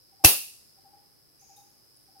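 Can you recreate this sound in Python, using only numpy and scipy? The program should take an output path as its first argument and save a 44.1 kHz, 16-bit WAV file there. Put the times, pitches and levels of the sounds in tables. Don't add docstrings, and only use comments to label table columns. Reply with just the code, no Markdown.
import sys
import numpy as np
from scipy import signal
from scipy.fft import rfft, irfft, next_fast_len
from scipy.io import wavfile
from scipy.ndimage import map_coordinates

SR = 44100
rng = np.random.default_rng(int(sys.argv[2]) if len(sys.argv) > 2 else 0)


def unload_wav(signal):
    wavfile.write(
        sys.argv[1],
        SR,
        np.round(np.clip(np.atleast_2d(signal).T, -1, 1) * 32767).astype(np.int16),
    )


def to_linear_factor(level_db):
    exponent = np.asarray(level_db, float) / 20
    return 10 ** exponent


N = 97020

# f/Hz, level/dB per Hz
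CHORUS_SPECTRUM = [(2350, -45.5), (4000, -15.5), (4470, -10.5), (4690, -6.5), (4820, -6.5), (4970, 2.5),
                   (5220, 0), (5750, -11.5), (6200, -18.5), (8060, -51), (13600, -120)]
AIR_SPECTRUM = [(18, -42), (30, -11.5), (128, -0.5), (193, -9), (322, -5.5), (549, -11), (861, -14.5),
                (4000, -23.5), (5200, -50.5), (8800, -120)]
HISS_SPECTRUM = [(6200, -9), (7200, -13.5), (7800, -5), (9500, -2.5), (11000, 0), (13000, -1),
                 (15900, -5.5)]
# t/s, level/dB
CHORUS_SWELL = [(0, -67.5), (.4, -67), (.8, -68), (1.2, -70), (1.6, -68), (1.9, -68), (2.2, -67.5)]

# t/s, level/dB
HOOT_CALLS = [
    (.116, 2),
    (.768, 2),
    (1.413, 2),
    (2.073, 1),
]
# t after its start/s, length/s, f/Hz, downward glide/Hz, level/dB
HOOT_NOTES = [
    (0, .036, 770, 110, -62.5),
    (0.073, .046, 776.5, 230.3, -56),
    (.148, .052, 799.5, 210, -56),
]
# f/Hz, level/dB
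HOOT_ECHO_COLOUR = [(700, -5), (790, -3), (860, 8), (950, 12), (1100, 6)]

RELEASE_S, CRACK_S = 0.2383, 0.2462
# f/Hz, level/dB, t60/s
FLUTTER_MODES = [(770, 0, .022), (1120, -8, .02), (318.4, -3, .04), (620, -4.5, .018), (906, -9, 0.02),
                 (450, -9.5, 0.03)]
# f/Hz, level/dB per Hz
CRACK_SPECTRUM = [(1200, -8), (1800, -14.5), (2700, -3), (3400, -9), (5800, -3), (7500, -10.5),
                  (11000, -0.5), (15900, -5)]
# f/Hz, correlation/1
CRACK_CORRELATION = [(60, 1.), (950, 1), (3800, 0.16), (8000, .2), (15000, -0.95)]
# t/s, level under the crack/dB
POUCH_SLAPS = [
    (0.2482, -6),
    (0.2576, -8),
    (0.2606, -7),
]
# t/s, f/Hz, level/dB, t60/s
POUCH_PINGS = [
    (.2464, 11080, -6.5, 0.0066),
    (0.248, 5830, -4.5, 0.012),
    (0.2476, 2704, -9, 0.039),
]

# f/Hz, level/dB per Hz
TAIL_SPECTRUM = [(60, -10.5), (840, -8.5), (1500, -13), (2700, -11.5), (5000, -6.5), (7400, -12),
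                 (10500, -0.5), (15900, -6.5)]
# f/Hz, correlation/1
TAIL_CORRELATION = [(60, .9), (200, 0.69), (550, .5), (1650, -0.16), (5000, -.1), (15000, 0)]
# f/Hz, t60/s
TRUNK_DECAY = [(80, .18), (400, .25), (1000, 0.28), (2500, .33), (4500, .38), (7500, .36), (10500, .34),
               (16000, 0.36)]
# f/Hz, level/dB
FAR_TRUNK_SHARE = [(600, -22), (1500, -24), (3000, -19.5), (4500, -13.5), (7500, -12), (10500, -15),
                   (14000, -25)]

# t/s, high mode/dB, low mode/dB, middle mode/dB, rustle/dB
PELLET_STRIKES = [
    (1.565, -68, -65.5, -90, -59),
    (1.964, -65.5, -90, -74, -71),
    (2.195, -54, -90, -80, -76),
]
# f/Hz, beat f/Hz, t60/s, blur width/Hz
STEEL_MODES = [
    (9750, 31, .55, 150),
    (3750, 30, .3, 350),
    (7200, 20, .05, 400),
]
# f/Hz, level/dB per Hz
RUSTLE_SPECTRUM = [(2500, -22), (5500, -8), (8000, -4), (11000, -2), (14500, 1), (15900, 0)]
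# t/s, level/dB, f/Hz
PELLET_TICKS = [
    (.586, -55, 14200),
    (.737, -60, 10500),
    (1.411, -51, 10700),
    (1.565, -55, 11000),
    (1.699, -57, 11500),
]

# f/Hz, level/dB per Hz
RASP_SPECTRUM = [(5000, -34), (5500, -9), (6100, -6.5), (6700, -3.5), (7000, -9), (7200, -36)]
LOW_RASP_SPECTRUM = [(2100, -13), (2500, -4), (2900, -15)]


def unit(x):
    return x / np.sqrt(np.mean(x ** 2) + 1e-20)


def along(points, hz):
    f, value = np.transpose(points)
    return np.interp(np.log(hz + 1), np.log(f + 1), value)


def since(start_s):
    t = np.arange(N) / SR - start_s
    return np.abs(t), t >= 0


def dying(start_s, t60):
    t, on = since(start_s)
    return on * to_linear_factor(-60 * t / t60)


def filtered(x, response):
    m = next_fast_len(N + 8192)
    return irfft(rfft(x, m) * response(np.fft.rfftfreq(m, 1 / SR)), m)[..., :N]


def rush(spectrum, correlation=((100, 0),)):
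    def response(hz):
        inside = (hz >= spectrum[0][0]) & (hz <= spectrum[-1][0])
        angle = np.arccos(np.clip(along(correlation, hz), -1, 1)) / 2
        return to_linear_factor(along(spectrum, hz)) * inside * np.array([np.cos(angle), np.sin(angle)])

    mid, side = filtered(rng.standard_normal((2, N)), response)
    return unit(np.array([mid + side, mid - side]))


def narrow(hz, width_hz):
    return unit(filtered(rng.standard_normal((2, N)), lambda f: 1 / (1 + (2 * (f - hz) / width_hz) ** 2)))


def wobble(rate_hz):
    knots = rng.standard_normal(int(N * rate_hz / SR) + 4)
    return map_coordinates(knots, [np.arange(N) * rate_hz / SR])


def shaped(x, gain):
    hz, t, z = signal.stft(x, SR, nperseg=256)
    return signal.istft(z * gain(hz[:, None], t[None]), SR, nperseg=256)[1][..., :N]


def forest():
    swell_s, swell_db = np.transpose(CHORUS_SWELL)
    wing_hz = 105.6 * (1 + 0.055 * wobble(7.8))
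    wings = 1 + 0.3 * np.sin(2 * np.pi * np.cumsum(wing_hz) / SR)
    chorus_db = 4.5 + np.interp(np.arange(N) / SR, swell_s, swell_db) + 0.62 * wobble(6.7)
    chorus = to_linear_factor(chorus_db) * wings * rush(CHORUS_SPECTRUM)
    air = to_linear_factor(-67 + 0.6 * wobble(5)) * rush(AIR_SPECTRUM)
    hiss = to_linear_factor(-66 + 0.45 * wobble(3)) * rush(HISS_SPECTRUM)
    return chorus + air + hiss


def bird():
    glide_s, echo_db, echo_t60, pan_db = 0.007, -3, 0.7, 2
    calls = np.zeros(N + SR)
    for call_s, call_db in HOOT_CALLS:
        for after_s, length_s, hz, drop_hz, db in HOOT_NOTES:
            t = np.arange(round(length_s * SR)) / SR
            phase = 2 * np.pi * np.cumsum(hz + drop_hz * np.exp(-t / glide_s)) / SR
            swell = np.sin(np.pi * (t / length_s) ** 1.2) ** 1.1
            first = round((call_s + after_s) * SR)
            calls[first:][:len(t)] += to_linear_factor(db + call_db) * swell * np.sin(phase)
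    calls = calls[:N]
    late = np.arange(SR // 2) / SR
    echo = rng.standard_normal((2, SR // 2)) * to_linear_factor(-60 * late / echo_t60) * (late > 0.015)
    echo /= np.linalg.norm(echo[0])
    coloured = filtered(calls[None], lambda f: to_linear_factor(along(HOOT_ECHO_COLOUR, f)))
    wet = signal.fftconvolve(coloured, echo, axes=1)[:, :N]
    return (calls + to_linear_factor(echo_db) * wet) * to_linear_factor([[pan_db], [-pan_db]])


def whip():
    rise_db, swish_rise_s = 28.5, 0.004
    t = np.arange(N) / SR - CRACK_S
    gone, released = since(RELEASE_S)
    swell = released * to_linear_factor(rise_db * np.minimum(t, 0) / (CRACK_S - RELEASE_S))
    peak = t - 0.002
    flutter = 0
    for hz, db, t60 in FLUTTER_MODES:
        flutter += to_linear_factor(db - 60 * np.maximum(peak, 0) / t60) * np.cos(2 * np.pi * hz * peak)
    swish_db = -22.5 + 24 * np.minimum(gone / swish_rise_s - 1, 0)
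    swish = released * (t < 0) * to_linear_factor(swish_db) * rush(CRACK_SPECTRUM, CRACK_CORRELATION)
    return to_linear_factor(-13) * swell * flutter + swish


def crack():
    hold_s, t60 = 0.002, 0.03
    t, on = since(CRACK_S)
    burst = on * to_linear_factor(-60 * np.maximum(t - hold_s, 0) / t60)
    for slap_s, db in POUCH_SLAPS:
        burst += to_linear_factor(db) * dying(slap_s, 0.012)
    out = to_linear_factor(-3.5) * burst * rush(CRACK_SPECTRUM, CRACK_CORRELATION)
    for ping_s, hz, db, ping_t60 in POUCH_PINGS:
        t = since(ping_s)[0]
        onset = 1 - np.exp(-t / 0.0004)
        out += to_linear_factor(db) * dying(ping_s, ping_t60) * np.sin(2 * np.pi * hz * t) * onset
    return out


def thump():
    start_s, thump_db, hz, t60, cut_hz = 0.2476, -9, 95, 0.045, 48
    t = since(start_s)[0]
    onset = 1 - np.exp(-t / 0.00068)
    push = to_linear_factor(thump_db) * dying(start_s, t60) * np.sin(2 * np.pi * hz * t - 0.2) * onset
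    return filtered(push, lambda f: -f * f / (cut_hz ** 2 - f * f + 1.2j * f * cut_hz))


def trunks():
    far_slower, rise_s = 1.9, 0.0027
    t, on = since(CRACK_S)

    def decay(hz, s):
        fall_db = -60 * np.maximum(s - CRACK_S, 0) / along(TRUNK_DECAY, hz)
        far = to_linear_factor(along(FAR_TRUNK_SHARE, hz) + fall_db / far_slower)
        return np.hypot(to_linear_factor(fall_db), far)

    tail = to_linear_factor(-10) * shaped(rush(TAIL_SPECTRUM, TAIL_CORRELATION), decay)
    pouch_note = to_linear_factor(-24 - 60 * t / 0.45) * narrow(2700, 320)
    return on * (1 - np.exp(-t / rise_s)) * (tail + pouch_note)


def pellets():
    blur_db, rustle_t60, tick_t60 = -4, 0.45, 0.012
    out, rustle = np.zeros((2, N)), rush(RUSTLE_SPECTRUM)
    blurs = [narrow(hz, width_hz) for hz, _, _, width_hz in STEEL_MODES]
    for strike_s, *levels, rustle_db in PELLET_STRIKES:
        t = since(strike_s)[0]
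        for db, (hz, beat_hz, t60, _), blur in zip(levels, STEEL_MODES, blurs):
            upper = np.sin(2 * np.pi * (hz + beat_hz) * t - [[1.2], [1.7]])
            pair = np.sin(2 * np.pi * hz * t) + upper
            beat = 1 - 0.59 * np.sin(2 * np.pi * beat_hz * t - 3)
            out += to_linear_factor(db) * dying(strike_s, t60) * (pair + to_linear_factor(blur_db) * beat * blur)
        out += to_linear_factor(rustle_db) * dying(strike_s, rustle_t60) * rustle
    for tick_s, db, hz in PELLET_TICKS:
        tick = rush([(0.82 * hz, -14), (hz, 0), (1.18 * hz, -14)])
        out += to_linear_factor(db) * dying(tick_s, tick_t60) * tick
    return out


def buzzer():
    start_s, hold_s, t60, pulse_hz, climb_hz_per_s = 1.385, 0.18, 0.792, 240, 65000
    t, on = since(start_s)
    edge_hz = RASP_SPECTRUM[1][0]
    rasp = shaped(rush(RASP_SPECTRUM), lambda hz, s: hz < edge_hz + climb_hz_per_s * (s - start_s))
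    pulses = 1 + 0.5 * np.sin(2 * np.pi * pulse_hz * t + 1.6 * wobble(29.94))
    fade = on * to_linear_factor(-61.5 - 60 * np.maximum(t - hold_s, 0) / t60)
    return fade * (pulses * rasp + to_linear_factor(-17) * rush(LOW_RASP_SPECTRUM))


def scene():
    slingshot = whip() + crack() + thump()
    return forest() + bird() + slingshot + trunks() + pellets() + buzzer()


def low_pass(x):
    return signal.sosfilt(signal.butter(12, 16090, fs=SR, output="sos"), x)


def record(dry):
    top, knee = 1.0, 14
    mix = dry / (1 + np.abs(dry / top) ** knee) ** (1 / knee)
    return low_pass(mix)


dry = scene()
out = record(dry)
unload_wav(out)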